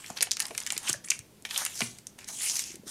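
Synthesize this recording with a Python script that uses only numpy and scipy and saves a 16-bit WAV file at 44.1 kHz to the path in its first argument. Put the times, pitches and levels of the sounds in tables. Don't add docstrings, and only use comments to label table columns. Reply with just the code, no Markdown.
import sys
import numpy as np
from scipy import signal
from scipy.fft import rfft, irfft, next_fast_len
from scipy.io import wavfile
from scipy.ndimage import uniform_filter1d, map_coordinates

SR = 44100
rng = np.random.default_rng(int(sys.argv[2]) if len(sys.argv) > 2 else 0)


def how_loud(loudness_db):
    steps = np.asarray(loudness_db, float) / 20
    return 10 ** steps


def transcribe(signal):
    frames = np.atleast_2d(signal).T
    limited = np.clip(frames, -1, 1)
    pcm = np.round(limited * 32767).astype(np.int16)
    wavfile.write(sys.argv[1], SR, pcm)


N = 127890


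def unit(x):
    return x / np.sqrt(np.mean(x ** 2) + 1e-20)


def along(points, hz):
    point_hz, value = np.transpose(points)
    return np.interp(np.log(hz + 1), np.log(point_hz + 1), value)


def wobble(rate):
    knots = rng.standard_normal(int(N * rate / SR) + 4)
    return map_coordinates(knots, [np.arange(N) * rate / SR])


def filtered(x, response):
    m = next_fast_len(N + SR // 2)
    return irfft(rfft(x, m) * response(np.fft.rfftfreq(m, 1 / SR)), m)[:N]


def add(out, s, sound):
    part = out[round(s * SR):][:len(sound)]
    part += sound[:len(part)]


def burst(hz, spread, t60, rise_s, t):
    f = np.fft.rfftfreq(len(t), 1 / SR) + 1
    band = (1 + (np.log(f / hz) / spread) ** 2) ** 1.08
    noise = irfft(rfft(rng.standard_normal(len(t))) / band, len(t))
    noise = noise * how_loud(-60 * t / t60) * (1 - np.exp(-t / rise_s))
    return noise / np.linalg.norm(noise) * np.sqrt(SR / 1000)


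def snaps():
    # start_s, level_db, pitch_hz, card_db (card body over bright part)
    peel = [(0.0436, -39, 5200, 61), (0.062, -32, 5570, -26.5), (0.1023, -29.5, 7500, -19),
            (0.164, -47, 5400, 22), (0.1747, -27, 4540, -32), (0.1858, -29.5, 5100, 1),
            (0.2077, -16.5, 5200, -12), (0.2141, -18, 5440, -14), (0.2242, -12.5, 7700, -13),
            (0.2275, -5.5, 9250, -14.5), (0.2703, -34, 5900, 19), (0.3103, -18.5, 4840, -30),
            (0.3159, -10.5, 6400, -18.5), (0.325, -35, 6000, -26), (0.328, -28, 5700, -17),
            (0.3339, -24.5, 6100, -38), (0.369, -21.5, 6440, -8.5), (0.3954, -23, 6900, -16),
            (0.4021, -10.5, 7700, -12), (0.421, -22.5, 4850, -25), (0.4263, -24.5, 7160, -36),
            (0.4542, -23.5, 5700, -11), (0.4828, -31, 7900, -12), (0.508, -34, 7700, 4),
            (0.5496, -28, 6600, 0)]
    # start_s, level_db, pitch_hz, card_db
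    pull = [(0.5782, -15, 7060, -11), (0.6024, -23, 7400, -22), (0.6151, -33, 4700, 14),
            (0.6645, -19, 7400, -6.5), (0.6726, -21.5, 6960, -7), (0.704, -16.5, 5400, -6.5),
            (0.722, -16, 8650, -18), (0.7318, -28, 6400, -19), (0.766, -28.5, 6300, 2),
            (0.7779, -15.5, 8000, -15.5), (0.8747, -26.5, 4300, 3), (0.8814, -25, 4000, 5),
            (0.8924, -15.5, 6200, -7), (0.8966, -16, 7340, -20), (0.9296, -14, 7700, -43),
            (0.94, -47, 6300, 5), (1.0438, -39.5, 6500, 7), (1.0856, -28, 6100, -12),
            (1.101, -38, 7000, -18), (1.1032, -9, 6670, -18.5), (1.106, -11.5, 6200, -18),
            (1.1176, -23, 7500, 6), (1.1911, -27, 7550, -13), (1.4233, -39.5, 8860, -31)]
    # start_s, level_db, pitch_hz, card_db
    packets = [(1.451, -22.5, 4100, 4), (1.491, -38, 5470, -15), (1.5096, -22.5, 4000, -1),
               (1.545, -29, 3300, -19), (1.5605, -22.5, 3400, -6), (1.5892, -29, 3400, -10),
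               (1.5771, -12, 8900, -38), (1.6508, -14, 9100, -20), (1.663, -18.5, 6700, -4),
               (1.756, -30.5, 6000, -12), (1.7652, -44, 5900, -33), (1.776, -26.5, 6100, -16),
               (1.792, -24.5, 7060, -13), (1.8062, -16, 6350, -4), (1.8169, -17, 5550, 18),
               (1.9861, -33.5, 6900, -9.5), (2.0693, -25, 7440, -32), (2.1886, -34, 7600, -1),
               (2.2442, -34, 5100, -25), (2.2874, -28, 6100, -8.5), (2.4395, -26, 8300, -8),
               (2.514, -31, 6000, -24), (2.4977, -16.5, 5900, -25), (2.5553, -26, 6400, -24),
               (2.556, -20, 6650, -27), (2.563, -30, 6040, -1), (2.593, -21.5, 6850, -6),
               (2.7563, -31.5, 7700, -15.5), (2.8742, -59, 7600, -19), (2.879, -30.5, 7300, -46)]
    spread, rise_s, snap_t60 = 0.38, 0.00016, 0.0048
    body_hz, body_spread, body_t60, ring_t60 = 2300, 0.42, 0.022, 0.026
    trail_t60, trail_db = 0.078, -15.5
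    spring_back_s, spring_back_db = 0.0026, -9
    top_hz = 13500
    out, t = np.zeros(N), np.arange(4096) / SR

    def crack(hz, card_db, bright_t60, card_t60):
        bright = burst(hz, spread, bright_t60, rise_s, t)
        return bright + how_loud(card_db) * burst(body_hz, body_spread, card_t60, rise_s, t)

    for s, db, hz, card_db in peel + pull + packets:
        share = how_loud(db) / np.hypot(1, how_loud(card_db))
        snap = crack(hz, card_db, snap_t60, body_t60)
        trail = how_loud(trail_db) * crack(hz, card_db, trail_t60, trail_t60)
        add(out, s, share * (snap + trail))
        ring_hz = body_hz * np.exp(0.11 * rng.standard_normal())
        ring = np.sin(2 * np.pi * ring_hz * t) * how_loud(card_db - 8.0 - 60 * t / ring_t60)
        add(out, s, share * ring)
        back = how_loud(spring_back_db + 1 * rng.standard_normal())
        add(out, s + spring_back_s, share * back * crack(hz, card_db, snap_t60, body_t60))
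    return filtered(out, lambda f: (1j * f / (300 + 1j * f)) ** 2 / (1 + 1j * f / top_hz) ** 2)


def body(peaks):
    return lambda f: sum((-1) ** k * how_loud(db) * 1j * f * width / (hz * hz - f * f + 1j * f * width)
                         for k, (hz, width, db) in enumerate(peaks))


def crinkle(rate, size_db, life_s, hiss):
    sizes = how_loud(size_db * np.minimum(rng.exponential(size=N), 2.5))
    slips = (rng.random(N) < rate / SR * how_loud(3 * wobble(60))) * sizes
    puffs = signal.fftconvolve(slips, np.exp(-np.arange(400) / SR / life_s))[:N]
    return (unit(puffs) + hiss) * rng.standard_normal(N)


def patchy(x, depth_db):
    z = signal.stft(x, nperseg=256)[2]
    field = uniform_filter1d(rng.standard_normal(z.shape), size=7, axis=0)
    field = uniform_filter1d(field, size=24, axis=1)
    return unit(signal.istft(z * how_loud(depth_db * unit(field)), nperseg=256)[1][:N])


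def rustle():
    # start_s, peak_s, end_s, level_db, card_db (card body over bright part)
    strokes = [(-.4, 0.09, .22, -47, -4.5), (0.155, 0.173, .2, -43, 5), (0.377, 0.403, .56, -43.5, -4),
               (0.48, 0.611, .68, -45.5, -1.5), (0.622, 0.727, .84, -44.5, 0.5),
               (0.791, 0.895, .97, -35.5, -5.5), (1.039, 1.04, 1.16, -46.5, -8),
               (1.109, 1.111, 1.2, -43.5, -7), (1.45, 1.451, 1.51, -42.5, -3),
               (1.491, 1.506, 1.75, -41.5, 3), (1.5, 1.596, 1.74, -35.5, -7.5),
               (1.635, 1.812, 2.0, -37, -10), (2.181, 2.182, 2.3, -51.5, 0),
               (2.269, 2.284, 2.5, -41, -11.5), (2.284, 2.456, 2.66, -32, -13.5),
               (2.436, 2.587, 2.72, -36, -17), (2.4, 2.74, 2.78, -52, -4), (2.855, 2.879, 3.1, -42.5, -7.5)]
    # pitch_hz, width_hz, level_db
    foil_peaks = [(4040, 960, -5.5), (5890, 1670, 3.5), (9040, 2870, 3), (14000, 10200, -10)]
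    # pitch_hz, width_hz, level_db
    card_peaks = [(910, 670, -3), (2020, 860, 4), (3250, 1200, 2)]
    foot_db, flank_power = 24, 1.424
    t, bright, low = np.arange(N) / SR, np.zeros(N), np.zeros(N)
    for start, peak, end, db, card_db in strokes:
        away = np.where(t < peak, (peak - t) / (peak - start), (t - peak) / (end - peak))
        fade = np.clip(4 * (1.25 - away), 0, 1)
        stroke = how_loud(db - foot_db * away ** flank_power) * fade
        bright += stroke
        low += stroke * how_loud(card_db)
    shared = crinkle(1700, size_db=1.0, life_s=0.0016, hiss=0.92)
    foil = patchy(filtered(shared, body(foil_peaks)), depth_db=3.0)
    card_slips = shared + 1.17 * crinkle(350, size_db=4.0, life_s=0.0011, hiss=1.0)
    card = patchy(filtered(card_slips, body(card_peaks)), depth_db=4)
    return bright * foil + low * card


def scrapes():
    # start_s, end_s, level_db, pitch_hz
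    strips = [(.36, 0.517, -52, 900), (0.756, 0.97, -53.5, 790), (.86, 0.899, -35.5, 2980),
              (0.875, 0.91, -27, 7900), (0.889, 0.911, -36, 1610), (1.04, 1.075, -54, 9500),
              (1.074, 1.082, -40.5, 2180), (1.527, 1.602, -36, 3380), (1.593, 1.626, -41, 1800),
              (1.593, 1.635, -42, 6540), (1.738, 1.806, -41.5, 6000), (2.28, 2.298, -37, 7500),
              (2.287, 2.37, -53, 6700), (2.369, 2.454, -47, 2100), (2.387, 2.502, -34.5, 9700),
              (2.456, 2.54, -29, 6040), (2.549, 2.772, -51, 2570), (2.597, 2.781, -45, 6100),
              (.164, 0.168, -39, 5500), (.2095, 0.2095, -30.5, 5540), (.2245, .227, -27, 6500),
              (0.466, 0.469, -33, 9000), (1.684, 1.76, -48, 3100), (2.561, 2.574, -24.5, 6000),
              (2.59, 2.597, -26.5, 7000), (2.636, 2.644, -35, 5500), (0.621, 0.622, -37, 7500),
              (.626, .629, -37, 10000), (.633, 0.638, -37, 6000), (0.651, 0.652, -38, 8500),
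              (0.713, 0.713, -29, 5500), (.761, .771, -32, 4000), (2.209, 2.215, -45, 2400),
              (.17, 0.178, -33, 4050)]
    # time_s, pitch_hz, level_db
    squeak = [
        (1.042, 5000, -56),
        (1.045, 5870, -39),
        (1.054, 9200, -45),
        (1.059, 9740, -36),
        (1.062, 10130, -30),
        (1.068, 10200, -62),
    ]
    spread, lean, grain_db, squeak_rough = 0.21, 1.1, 3.5, 0.54
    out, grain = np.zeros(N), how_loud(grain_db * wobble(350))
    for start, end, db, hz in strips:
        u = np.linspace(0, 1, round((end - start) * SR))
        noise = filtered(rng.standard_normal(8192 * 2),
                         lambda f: 1 / (1 + (np.log((f + 1) / hz) / spread) ** 2))
        swell = np.sin(np.pi * u ** lean) ** 2
        add(out, start, how_loud(db) * unit(noise[:len(u)]) * swell)
    s, hz, db = np.transpose(squeak)
    t = np.arange(s[0], s[-1], 1 / SR)
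    phase = 2 * np.pi * np.cumsum(np.interp(t, s, hz)) / SR
    phase += squeak_rough * wobble(1515)[:len(t)]
    add(out, s[0], how_loud(np.interp(t, s, db)) * np.sin(phase))
    return out * grain / np.sqrt(np.mean(grain ** 2))


def rings():
    # start_s, level_db, pitch_hz
    panels = [(0.0434, -26.5, 1990), (.1005, -34.5, 492), (0.404, -22, 1870), (.5075, -39, 485),
              (0.9409, -18.5, 1710), (.9455, -29.5, 600), (1.1164, -8, 2580), (1.12, -14.5, 2300),
              (1.5622, -12, 3120), (1.806, -10.5, 2360), (1.8175, -24, 2200)]
    cycles = 15
    out, t = np.zeros(N), np.arange(4096) / SR
    for s, db, hz in panels:
        decay = how_loud(db - 60 * t * hz / cycles)
        add(out, s, decay * np.sin(2 * np.pi * hz * t) * (1 - np.exp(-t * hz)))
    return out


def taps():
    # start_s, level_db, pitch_hz
    knocks = [(0.1008, -37.5, 783), (0.208, -42, 533), (0.2215, -40.5, 683), (0.271, -44, 756),
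              (0.5067, -36.5, 507), (0.7232, -43.5, 820), (0.765, -41.5, 390), (0.894, -34, 318),
               (1.451, -47, 690), (1.617, -35.5, 983), (1.8169, -31.5, 216), (2.7014, -44.5, 302),
              (2.7413, -42, 330), (2.7633, -44, 336), (2.793, -43.5, 230), (2.8333, -43.5, 410),
              (2.8646, -42, 316)]
    # start_s, level_db, pitch_hz
    pushes = [
        (0.103, -39, 197),
        (.9, -42, 135),
        (0.954, -45.5, 113),
        (1.191, -47.5, 108),
        (2.296, -44.5, 910),
        (1.807, -34, 715),
    ]
    t60, spread, soft_hz = 0.026, 0.44, 450
    out, t = np.zeros(N), np.arange(4096) / SR
    for s, db, hz in knocks + pushes:
        tone = np.sin(2 * np.pi * hz * t)
        puff = burst(hz, spread, 2.16 * t60, 0.00056, t)
        mode = how_loud(-60 * t / t60) * tone * (1 - np.exp(-t / 0.00053))
        swing = tone * np.exp(-(1.48 * (hz * t - 1.25)) ** 2)
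        add(out, s, how_loud(db + 4.0) * (swing if hz < soft_hz else mode + 1.53 * puff))
    return out


def table():
    # start_s, level_db
    thuds = [
        (1.818, -31),
    ]
    # pitch_hz, level_db, t60_s
    modes = [(121.8, -8, 0.51), (237, -7, 0.15), (397, -2.5, 0.064)]
    out, t = np.zeros(N), np.arange(SR // 3) / SR
    for s, db in thuds:
        boom = np.zeros(len(t))
        for (hz, level, t60), vary_db in zip(modes, rng.standard_normal(len(modes))):
            boom += how_loud(db + level + vary_db - 60 * t / t60) * np.sin(2 * np.pi * hz * t)
        add(out, s, boom * (1 - np.exp(-(t / 0.0011) ** 2)))
    return out


def room(x, size=8192):
    # pitch_hz, t60_s
    decay = [(200, 0.41), (6000, 0.22), (14000, 0.069)]
    delay_s = 0.004
    out = np.zeros(N)
    for k in range(0, N, size):
        hz, t, z = signal.stft(rng.standard_normal(SR // 2), SR, nperseg=256)
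        dying = z * how_loud(-60 * t / along(decay, hz)[:, None])
        tail = signal.istft(dying, SR, nperseg=256)[1]
        add(out, k / SR + delay_s, signal.fftconvolve(x[k:k + size], tail / np.linalg.norm(tail)))
    return out


def floor():
    # pitch_hz, level_db (per Hz)
    spectrum = [(20, -13), (125, 0), (240, -1), (500, -9), (1200, -19), (16000, -22.5)]
    noise = unit(filtered(rng.standard_normal(N), lambda hz: how_loud(along(spectrum, hz))))
    return how_loud(-55.5 + 0.17 * wobble(9.2)) * noise


def scene():
    near = snaps() + rustle() + taps() + table() + scrapes() + rings()
    room_db = -13
    return (near + how_loud(room_db) * room(near) + floor())[None]


def band_limit(x):
    return signal.sosfilt(signal.butter(12, 16680, fs=SR, output="sos"), x)


def record(dry):
    # pitch_hz, level_db
    mic = [(11000, -1.5), (15500, -7.5), (16400, -34)]
    mix = filtered(dry[0], lambda hz: how_loud(along(mic, hz)))[None]
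    return band_limit(mix)


dry = scene()
out = record(dry)
transcribe(out)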